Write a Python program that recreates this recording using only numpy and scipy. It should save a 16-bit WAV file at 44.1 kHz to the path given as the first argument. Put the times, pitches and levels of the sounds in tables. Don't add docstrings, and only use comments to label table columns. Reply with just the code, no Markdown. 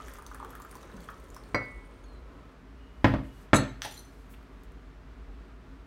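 import sys
import numpy as np
from scipy import signal
from scipy.fft import rfft, irfft
from scipy.io import wavfile
from scipy.ndimage import uniform_filter1d

SR = 44100
rng = np.random.default_rng(int(sys.argv[2]) if len(sys.argv) > 2 else 0)


def invert_db(x):
    u = np.asarray(x, float) / 20
    return 10 ** u


def wav_out(sig):
    wavfile.write(sys.argv[1], SR, np.round(np.clip(np.atleast_2d(sig).T, -1, 1) * 32767).astype(np.int16))


N = 258426
TIME = np.arange(N) / SR


def rms_one(x):
    return x / np.sqrt(np.mean(x ** 2) + 1e-20)


def at_hz(points, hz):
    table_hz, values = np.transpose(points)
    return np.interp(np.log(hz), np.log(table_hz), values)


def coloured(spectrum):
    hz = np.arange(N // 2 + 1) * SR / N + 1
    return rms_one(irfft(rfft(rng.standard_normal(N)) * invert_db(at_hz(spectrum, hz)), N))


def drift(rate_hz):
    steps = rng.standard_normal(2000)
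    return np.interp(TIME * rate_hz * 2, np.arange(len(steps)), steps) * 1.22


def swells(rows):
    levels_db = [db - np.maximum(rise * (s - TIME), fall * (TIME - s)) for s, db, rise, fall in rows]
    return np.max(levels_db, axis=0)


def band(x, low_hz, high_hz):
    edges_hz = [low_hz, min(high_hz, 0.45 * SR)]
    return signal.sosfilt(signal.butter(2, edges_hz, "band", fs=SR, output="sos"), x)


def ring(clicks, hz, t60_s):
    r = invert_db(-60 / (t60_s * SR))
    w = 2 * np.pi * hz / SR
    return signal.lfilter([0, np.sin(w)], [1, -2 * r * np.cos(w), r * r], clicks + 1e-18)


def dying(t60_table, rise_s):
    t, out = TIME[:SR], 0
    white = rng.standard_normal((2, SR))
    for k, hz in enumerate(40 * 2 ** np.arange(0, 9, 0.5)):
        t60_s = at_hz(t60_table, hz * 1.19)
        out = out + band(white[k % 2], hz, hz * np.sqrt(2)) * invert_db(-60 * t / t60_s)
    out = out * (1 - np.exp(-t / rise_s))
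    return out / np.sqrt(np.sum(out ** 2))


def add(out, sound, s):
    i = round(s * SR)
    out[i:i + len(sound)] += sound[:N - i]


def grains(per_s, spread_db):
    sizes = invert_db(spread_db * np.minimum(rng.exponential(1, N), 4)) * rng.choice([-1, 1], N)
    return sizes * (rng.random(N) < per_s / SR)


def struck(hits, pitches_hz, modes, spread_db, scuff_s):
    out = np.zeros(N)
    at = [round(s * SR) for s, db in hits]
    hit_db = np.array(hits)[:, 1]
    luck = rng.standard_normal((len(hits), len(modes)))
    soften = np.hanning(round(scuff_s * SR) + 3)
    for hz, (level_db, t60_s), own in zip(pitches_hz, modes, luck.T):
        clicks = np.zeros(N)
        clicks[at] = invert_db(hit_db + level_db + spread_db * own)
        contact = soften / soften.sum() * np.cos(2 * np.pi * hz * TIME[:len(soften)]) * 2
        out += ring(np.convolve(clicks, contact)[:N], hz, t60_s)
    return out


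def ticks(table):
    out, t = np.zeros(N), TIME[:900]
    for (s, db, hz, snap_db), noise in zip(table, rng.standard_normal((len(table), 2, len(t)))):
        tone = 0.79 * np.sin(2 * np.pi * hz * t * (1 + 6 * t)) * np.exp(-t * hz / 11)
        spit = 0.66 * band(noise[0], hz / 1.77, hz * 1.76)
        snap = invert_db(snap_db) * band(noise[1], 5100, 16500)
        decay = np.exp(-t / 0.0006) + 0.32 * np.exp(-t / 0.0095)
        add(out, invert_db(db - 3.5) * (tone + (spit + snap) * decay), s)
    return out


# (frequency [Hz], density [dB per Hz])
AIR_SPECTRUM = [(47, -44), (80, -1), (145, -2.5), (230, -6), (274, 2), (313, -11), (381, -6), (485, -9),
                (518, -18.5), (618, -11), (770, -16), (1250, -14), (1900, -20), (4990, -34.5), (15300, -51)]
# (peak time [s], level [dB], rise [dB/s], fall [dB/s])
RUMBLE_SWELLS = [(.36, -46, 2, 15), (1.32, -45.5, 22, 60), (1.78, -45.5, 61, 32), (3.18, -34, 77, 95),
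                 (4.8, -46, 4, 8), (5.4, -44, 12, 10)]


def room_tone():
    air = invert_db(-53 + 0.5 * drift(5.1)) * coloured(AIR_SPECTRUM)
    rumble = rms_one(band(band(rng.standard_normal(N), 45.6, 59.5), 24.6, 79))
    evened = rumble / np.sqrt(uniform_filter1d(rumble ** 2, size=5000) + 0.055)
    floor_db, wander_db = -50.5, 2.5
    rumble_db = np.maximum(swells(RUMBLE_SWELLS), floor_db) + wander_db * drift(3.1)
    return air + invert_db(rumble_db) * evened


# (frequency [Hz], t60 [s])
KITCHEN_T60 = [(60, 0.49), (250, 0.36), (1000, 0.35), (4000, 0.44), (16000, 0.1)]


def kitchen(sent):
    return signal.fftconvolve(sent, dying(KITCHEN_T60, rise_s=0.0047))[:N]


# (peak time [s], level [dB], rise [dB/s], fall [dB/s])
RUSTLE_SWELLS = [
    (3.05, -61.5, 1500, 88),
    (3.43, -67.5, 31, 300),
    (3.56, -58, 887, 300),
    (3.62, -71.5, 200, 52),
    (3.84, -52.5, 700, 74),
    (4.12, -71.5, 90, 29),
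]
# (start [s], end [s], first pitch [Hz], last pitch [Hz], level [dB])
RUBS = [
    (2.041, 2.191, 4400, 3960, -71),
    (2.78, 3.024, 2880, 2920, -71),
    (3.045, 3.413, 2930, 2890, -69),
]
# (start [s], end [s], level [dB], early peak [0-1])
BRUSHES = [
    (4.29, 4.378, -62.5, 0.6),
    (3.044, 3.9, -64, 0.02),
    (3.536, 3.63, -52, 0.3),
    (3.818, 3.89, -56, .3),
]
# (time [s], peak [dB], pitch [Hz], snap [dB])
FINGER_TICKS = [
    (4.4285, -62, 4350, 2),
    (4.6344, -59, 4200, 11),
    (4.72, -67, 9500, 9),
]


def handling():
    out = invert_db(swells(RUSTLE_SWELLS) + drift(25)) * rms_one(band(rng.standard_normal(N), 1890, 13160))
    for start, end, first_hz, last_hz, db in RUBS:
        part = np.clip((TIME - start) / (end - start), 0, 1)
        hz = first_hz + (last_hz - first_hz) * part + first_hz * 0.0029 * drift(51)
        level = invert_db(db + 1.3 * drift(46)) * (1.2 + 0.5 * drift(77))
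        out += level * np.sin(np.pi * part) ** 0.25 * np.sin(2 * np.pi * np.cumsum(hz) / SR)
    for start, end, db, early in BRUSHES:
        part = np.clip((TIME - start) / (end - start), 0, 1)
        noise = rms_one(band(rng.standard_normal(N), 7500, 17930))
        out += invert_db(db) * np.sin(np.pi * part ** early) ** 2 * noise
    return out + ticks(FINGER_TICKS)


# (time [s], level [dB])
KNUCKLE_HITS = [
    (3.8195, -19.5),
]
# (level [dB], t60 [s])
KNUCKLE_HZ = [1675, 3300, 5980, 7940, 12020]
KNUCKLE_MODES = [(4.5, 0.0034), (-2, 0.004), (-10, 0.0061), (-15, 0.0042), (-31, .004)]


def knuckle():
    return struck(KNUCKLE_HITS, KNUCKLE_HZ, KNUCKLE_MODES, spread_db=3.0, scuff_s=0.0002)


# (time [s], level [dB])
POT_HITS = [
    (1.546, -26.5),
]
# (level [dB], t60 [s])
POT_PITCHES_HZ = [506, 581, 786, 1985, 2202, 2051, 4134, 4240, 4759, 4790, 5782, 5850, 6600, 7795, 10100,
                  12500, 14800]
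POT_MODES = [(-1.5, 0.057), (4, 0.11), (-16, 0.04), (-5.5, 0.53), (-2.5, 0.59), (3, 0.042), (-16, 0.11),
             (-16, 0.08), (-8.5, 0.1), (-44, 0.21), (-20, 0.12), (-16.5, 0.04), (-25, 0.058), (-26, 0.079),
             (-22, 0.018), (-22, 0.013), (-24, .015)]
# (time [s], level [dB])
RIM_HITS = [
    (2.039, -58),
]
# (level [dB], t60 [s])
RIM_HZ = [3400, 4400, 6100, 6600, 11000]
RIM_MODES = [(-6, 0.065), (-18, .08), (-4, .02), (-1, 0.057), (-3, .02)]


def clink():
    pot = struck(POT_HITS, POT_PITCHES_HZ, POT_MODES, spread_db=0.5, scuff_s=0.00057)
    return pot + struck(RIM_HITS, RIM_HZ, RIM_MODES, spread_db=0.5, scuff_s=0.001)


# (time [s], level [dB])
LID_JUMPS = [
    (3.539, -30),
    (3.545, -25),
    (3.557, -24),
    (3.564, -24.5),
]
# (level [dB], t60 [s])
SEATED_HZ = [3900, 4300, 5281, 6137, 6385, 6542, 7015, 7640, 7765, 7814, 8690, 8963, 9318, 9625, 10150,
             10280, 11220, 11370, 12120, 13260, 15060, 15480]
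SEATED_MODES = [(-3.5, 0.03), (-21, 0.19), (-26, 0.071), (-8.5, 0.042), (-16, 0.11), (-12, 0.073),
                (-12.5, 0.071), (-18.5, 0.083), (-3, 0.04), (-11.5, 0.08), (-18, .07), (-15, 0.07),
                (-16.5, 0.0594), (-16.5, .06), (-13, 0.045), (-18, 0.045), (-15.5, 0.039), (-26, .04),
                (-23, 0.027), (-33, 0.0407), (-31, .04), (-30, 0.0567)]
# (time [s], level [dB])
LID_ROCKS = [
    (3.849, -48),
    (3.91, -55),
    (3.92, -52),
    (3.94, -52.5),
    (3.969, -56),
    (3.976, -48),
    (3.99, -51.5),
    (4.047, -66),
]
# (level [dB], t60 [s])
TILTED_PITCHES_HZ = [4118, 4334, 5900, 6094, 7090, 7600, 8533, 9437, 9625, 11230, 11370, 11580, 13050,
                     13340, 14610, 15400]
TILTED_MODES = [(3, 0.031), (-11, 0.15), (-3, 0.037), (-1, 0.098), (-8.5, 0.064), (-18, .08), (-21, 0.12),
                (0, 0.047), (-9, .1), (-24, 0.092), (-6, 0.059), (-12, 0.064), (-14, .05), (-16, .08),
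                (-17, .07), (-18, 0.077)]


def lid():
    touches, gap_s, first_db, loss_db = 9, 0.0066, -34, 4
    run_s = LID_JUMPS[-1][0] + gap_s * np.cumsum(0.5 + rng.random(touches))
    chatter = [(s, first_db - loss_db * k) for k, s in enumerate(run_s)]
    seated = struck(LID_JUMPS + chatter, SEATED_HZ, SEATED_MODES, spread_db=3.0, scuff_s=0.001)
    return seated + struck(LID_ROCKS, TILTED_PITCHES_HZ, TILTED_MODES, spread_db=5.5, scuff_s=0.002)


# (time [s], level [dB], contact up to [Hz], heft [dB], edge [dB])
COUNTER_BLOWS = [
    (1.5451, -16, 1810, -14.5, -41),
    (3.0442, -9.5, 1900, -5, -6.5),
    (3.1383, -22, 1590, -2.5, -10),
    (3.5321, -7, 2090, -8, -4.5),
    (3.546, -21.5, 890, -4, -28),
    (3.848, -24.5, 960, -21, 3),
    (4.338, -44, 3960, -29, 1),
]
# (pitch [Hz], level [dB], t60 [s])
COUNTER_MODES = [(60.3, -5.5, 0.17), (109.7, 1.5, 0.28), (120.1, -9, 0.44), (137.5, -7.5, 0.34),
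                 (210.4, 3, 0.092), (267.6, -9.5, 0.39), (295, 11, 0.038), (377, -18, 0.14),
                 (536, 5, 0.028), (600, 1.5, 0.025), (826, -16, .05)]
# (frequency [Hz], t60 [s])
COUNTER_T60 = [(60, 0.14), (250, 0.24), (1000, 0.093), (4000, 0.067), (16000, 0.034)]


def knocks():
    out, t = np.zeros(N), TIME[:SR]
    click = t == 0
    heavy_hz, heft_db_per_octave = 175, 11.5
    for s, db, high_hz, heft_db, edge_db in COUNTER_BLOWS:
        low_hz = min(heavy_hz * 2 ** (-heft_db / heft_db_per_octave), 0.7 * high_hz)
        rounded = signal.sosfilt(signal.butter(4, high_hz * 1.18, fs=SR, output="sos"), click)
        edge = invert_db(edge_db) * band(band(click, 1400, 4600), 1200, 9500)
        push = band(rounded, low_hz, high_hz) * np.sqrt(SR / high_hz) + edge
        top = 2.7 * push + 4.55 * signal.fftconvolve(push, dying(COUNTER_T60, rise_s=0.0005))[:SR]
        bass = np.zeros(SR)
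        for hz, mode_db, t60_s in COUNTER_MODES:
            build_up = 1 - np.exp(-t * hz / 0.44)
            bass += invert_db(mode_db) * ring(click, hz, t60_s) * build_up
        add(out, invert_db(db) * (invert_db(heft_db) * bass - top), s)
    return out


# (peak time [s], level [dB], rise [dB/s], fall [dB/s])
FOAM_SWELLS = [
    (1.75, -74, 8, 28.5),
]


def foam():
    pops = grains(900 * invert_db(4 * drift(25)), spread_db=6.0)
    rings = ring(pops, 8500, 0.0025) + ring(np.roll(pops, SR), 9100, 0.0047)
    return invert_db(swells(FOAM_SWELLS)) * rms_one(rings)


# (time [s], peak [dB], pitch [Hz], snap [dB])
LOUD_DROPS = [(0.0834, -39, 8500, -24), (0.1156, -47, 5500, -18), (0.1375, -36, 12400, -6),
              (0.186, -41.5, 9500, -18), (0.223, -44, 9340, -6), (0.265, -34.5, 6070, -5),
              (0.314, -53, 6100, 4), (0.3458, -36, 9800, -12), (0.399, -45.5, 8420, -16),
              (0.4474, -46, 9200, 0), (0.5053, -39, 11300, -25), (0.5525, -37.5, 12500, -18),
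              (0.6, -38, 15200, -23), (0.62, -37, 7030, -8), (0.6484, -45, 13100, -12),
              (0.7126, -37, 9300, -21), (0.7536, -42.5, 5940, 4.5), (0.83, -49, 5810, -8),
              (1.2003, -48, 8300, -17), (0.9676, -45, 6100, -28), (1.0046, -44.5, 4340, -1),
              (1.0867, -50, 4600, -9), (1.1027, -45.5, 11000, 1.5), (1.3025, -42, 6900, -23),
              (1.3457, -41, 5960, -3), (1.3648, -38.5, 5340, -9)]
# (time [s], peak [dB], pitch [Hz])
LARGE_DROPS = [(0.0824, -47, 3300), (0.2638, -46, 3600), (0.398, -48, 3300), (0.4472, -47, 3080),
               (0.5511, -50, 3330), (0.77, -48, 4400), (0.831, -45.5, 3710), (0.9164, -48, 3850),
               (1.0053, -57, 3150), (1.0872, -44, 3180), (1.437, -47, 4300)]


def drops():
    count, until_s, mean_db, spread_db = 22, 1.5, -54.5, 2.5
    small = []
    for k, (when, size, pitch) in enumerate(rng.random((count, 3))):
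        s = until_s * (k + when) / count
        small.append((s, mean_db + spread_db * (2 * size - 1), 4300 * 2.9 ** pitch, -29))
    large = [(s, db, hz, -9) for s, db, hz in LARGE_DROPS]
    return ticks(LOUD_DROPS + small + large)


# (time [s], level [dB], first pitch [Hz], last pitch [Hz], length [s])
AIR_GULPS = [
    (.002, -35, 1160, 1370, 0.014),
    (.452, -41, 420, 480, 0.026),
    (0.943, -39, 223, 154, 0.072),
]


def gulps():
    out = np.zeros(N)
    for s, db, first_hz, last_hz, length_s in AIR_GULPS:
        part = TIME[:round(length_s * SR)] / length_s
        turns = np.cumsum(first_hz + (last_hz - first_hz) * np.sqrt(part)) / SR
        add(out, invert_db(db) * np.sin(np.pi * part ** 0.18) * np.sin(2 * np.pi * turns), s)
    return out


# (time [s], peak [dB], pitch [Hz])
AIR_POCKETS = [(0.083, -38.5, 1570), (0.151, -43, 1280), (0.185, -36, 1120), (0.222, -43, 1150),
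               (0.265, -45, 1070), (0.314, -38.5, 1220), (0.346, -35.5, 1270), (0.401, -35, 1070),
               (0.427, -32, 964), (0.448, -38, 1240), (0.506, -42, 1130), (0.533, -41, 1320),
               (0.552, -40, 1430), (0.601, -37.5, 1060), (0.649, -38, 1270), (0.727, -43, 1250),
               (0.753, -42, 1020), (0.83, -41, 1150), (0.899, -43.5, 1410), (0.98, -45, 1290),
               (1.088, -30.5, 1300), (1.365, -37, 1100)]


def plops():
    out, t = np.zeros(N), TIME[:2600]
    for (s, db, hz), noise in zip(AIR_POCKETS, rng.standard_normal((len(AIR_POCKETS), len(t)))):
        turns = t * hz
        pocket = invert_db(9.5) * turns * np.exp(-turns / 0.96) * np.sin(2 * np.pi * turns)
        slosh_shape = (1 - np.exp(-t / 0.00098)) * np.exp(-t / 0.013)
        slosh = invert_db(-8.0) * rms_one(band(noise, hz / 1.18, hz * 1.23)) * slosh_shape
        add(out, invert_db(db) * (pocket + slosh), s)
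    return out


# (time [s], level [dB])
STREAM_FLOW = [
    (0.0, 8),
    (0.26, -1),
    (0.75, 1.3),
    (1.23, 0.5),
    (1.38, -6),
    (1.59, -0.5),
    (1.92, -12),
    (2.5, -14),
]


def flow():
    s, db = np.transpose(STREAM_FLOW)
    flow_db = np.interp(TIME, s, db)
    rest_db = 178 * np.maximum(TIME - 2.5, 0)
    bubble_db = -58.5 + 0.12 * flow_db - rest_db
    spray_db = -63 + flow_db - rest_db
    return bubble_db, spray_db


def burble():
    born = grains(400 * invert_db(10.0 * drift(9)), spread_db=4.5)
    dealt = rng.integers(0, 14, N)
    pitches_hz = np.geomspace(850, 2000, 14)
    rings = sum(ring(born * (dealt == k), hz, 8.3 / hz) for k, hz in enumerate(pitches_hz))
    bubble_db, _ = flow()
    return invert_db(bubble_db - 12.5) * rms_one(band(rings, 850, 1850))


# (pitch [Hz], width [Hz], level [dB])
MUG_RESONANCES = [(445, 250, 9), (1020, 146, 4), (1292, 50, -0.5), (1900, 630, -12), (2960, 1100, -12)]
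# (frequency [Hz], density [dB per Hz])
SPRAY_SPECTRUM = [(1180, 13), (2000, 14), (2610, -1), (3220, 3.5), (5010, -13), (6250, 0.5), (9460, -8),
                  (10300, -3.5), (15100, -14), (16500, -3)]


def stream():
    bubble_db, spray_db = flow()
    impacts = grains(2500 * invert_db(3.3 * drift(25)), spread_db=5.0)
    hollow = sum(invert_db(db) * rms_one(band(impacts, hz - width / 2, hz + width / 2))
                 for hz, width, db in MUG_RESONANCES)
    droplets = grains(5000 * invert_db(4.8 * drift(23)), spread_db=8.5)
    dealt = rng.integers(0, 16, N)
    fizz = np.zeros(N)
    for k, hz in enumerate(np.geomspace(2300, 15500, 16)):
        fizz += invert_db(at_hz(SPRAY_SPECTRUM, hz)) * hz * ring(droplets * (dealt == k), hz, 16.0 / hz)
    spray = rms_one(band(fizz, 1900, 17600)) + 1.9 * coloured(SPRAY_SPECTRUM)
    return invert_db(bubble_db) * rms_one(hollow) + invert_db(spray_db + 2.2 * drift(6.8)) * rms_one(spray)


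def scene():
    water = stream() + burble() + plops() + gulps() + drops() + foam()
    hard = knocks() + handling()
    pot, pot_lid, snap = clink(), lid(), knuckle()
    sent = invert_db(-7.5) * water + invert_db(-9.5) * hard + invert_db(-15.5) * pot + invert_db(-13.5) * pot_lid + invert_db(-1.0) * snap
    return (water + hard + pot + pot_lid + snap + kitchen(sent) + room_tone())[None]


def low_pass(x):
    return signal.sosfilt(signal.butter(12, 16860, fs=SR, output="sos"), x)


def record(dry):
    notch_hz, width_hz, share = 10530, 1950, 0.36
    heard = dry - share * band(dry, notch_hz - width_hz / 2, notch_hz + width_hz / 2)
    mix = signal.sosfilt(signal.cheby1(10, 1, 15850, fs=SR, output="sos"), heard)
    return low_pass(mix)


dry = scene()
out = record(dry)
wav_out(out)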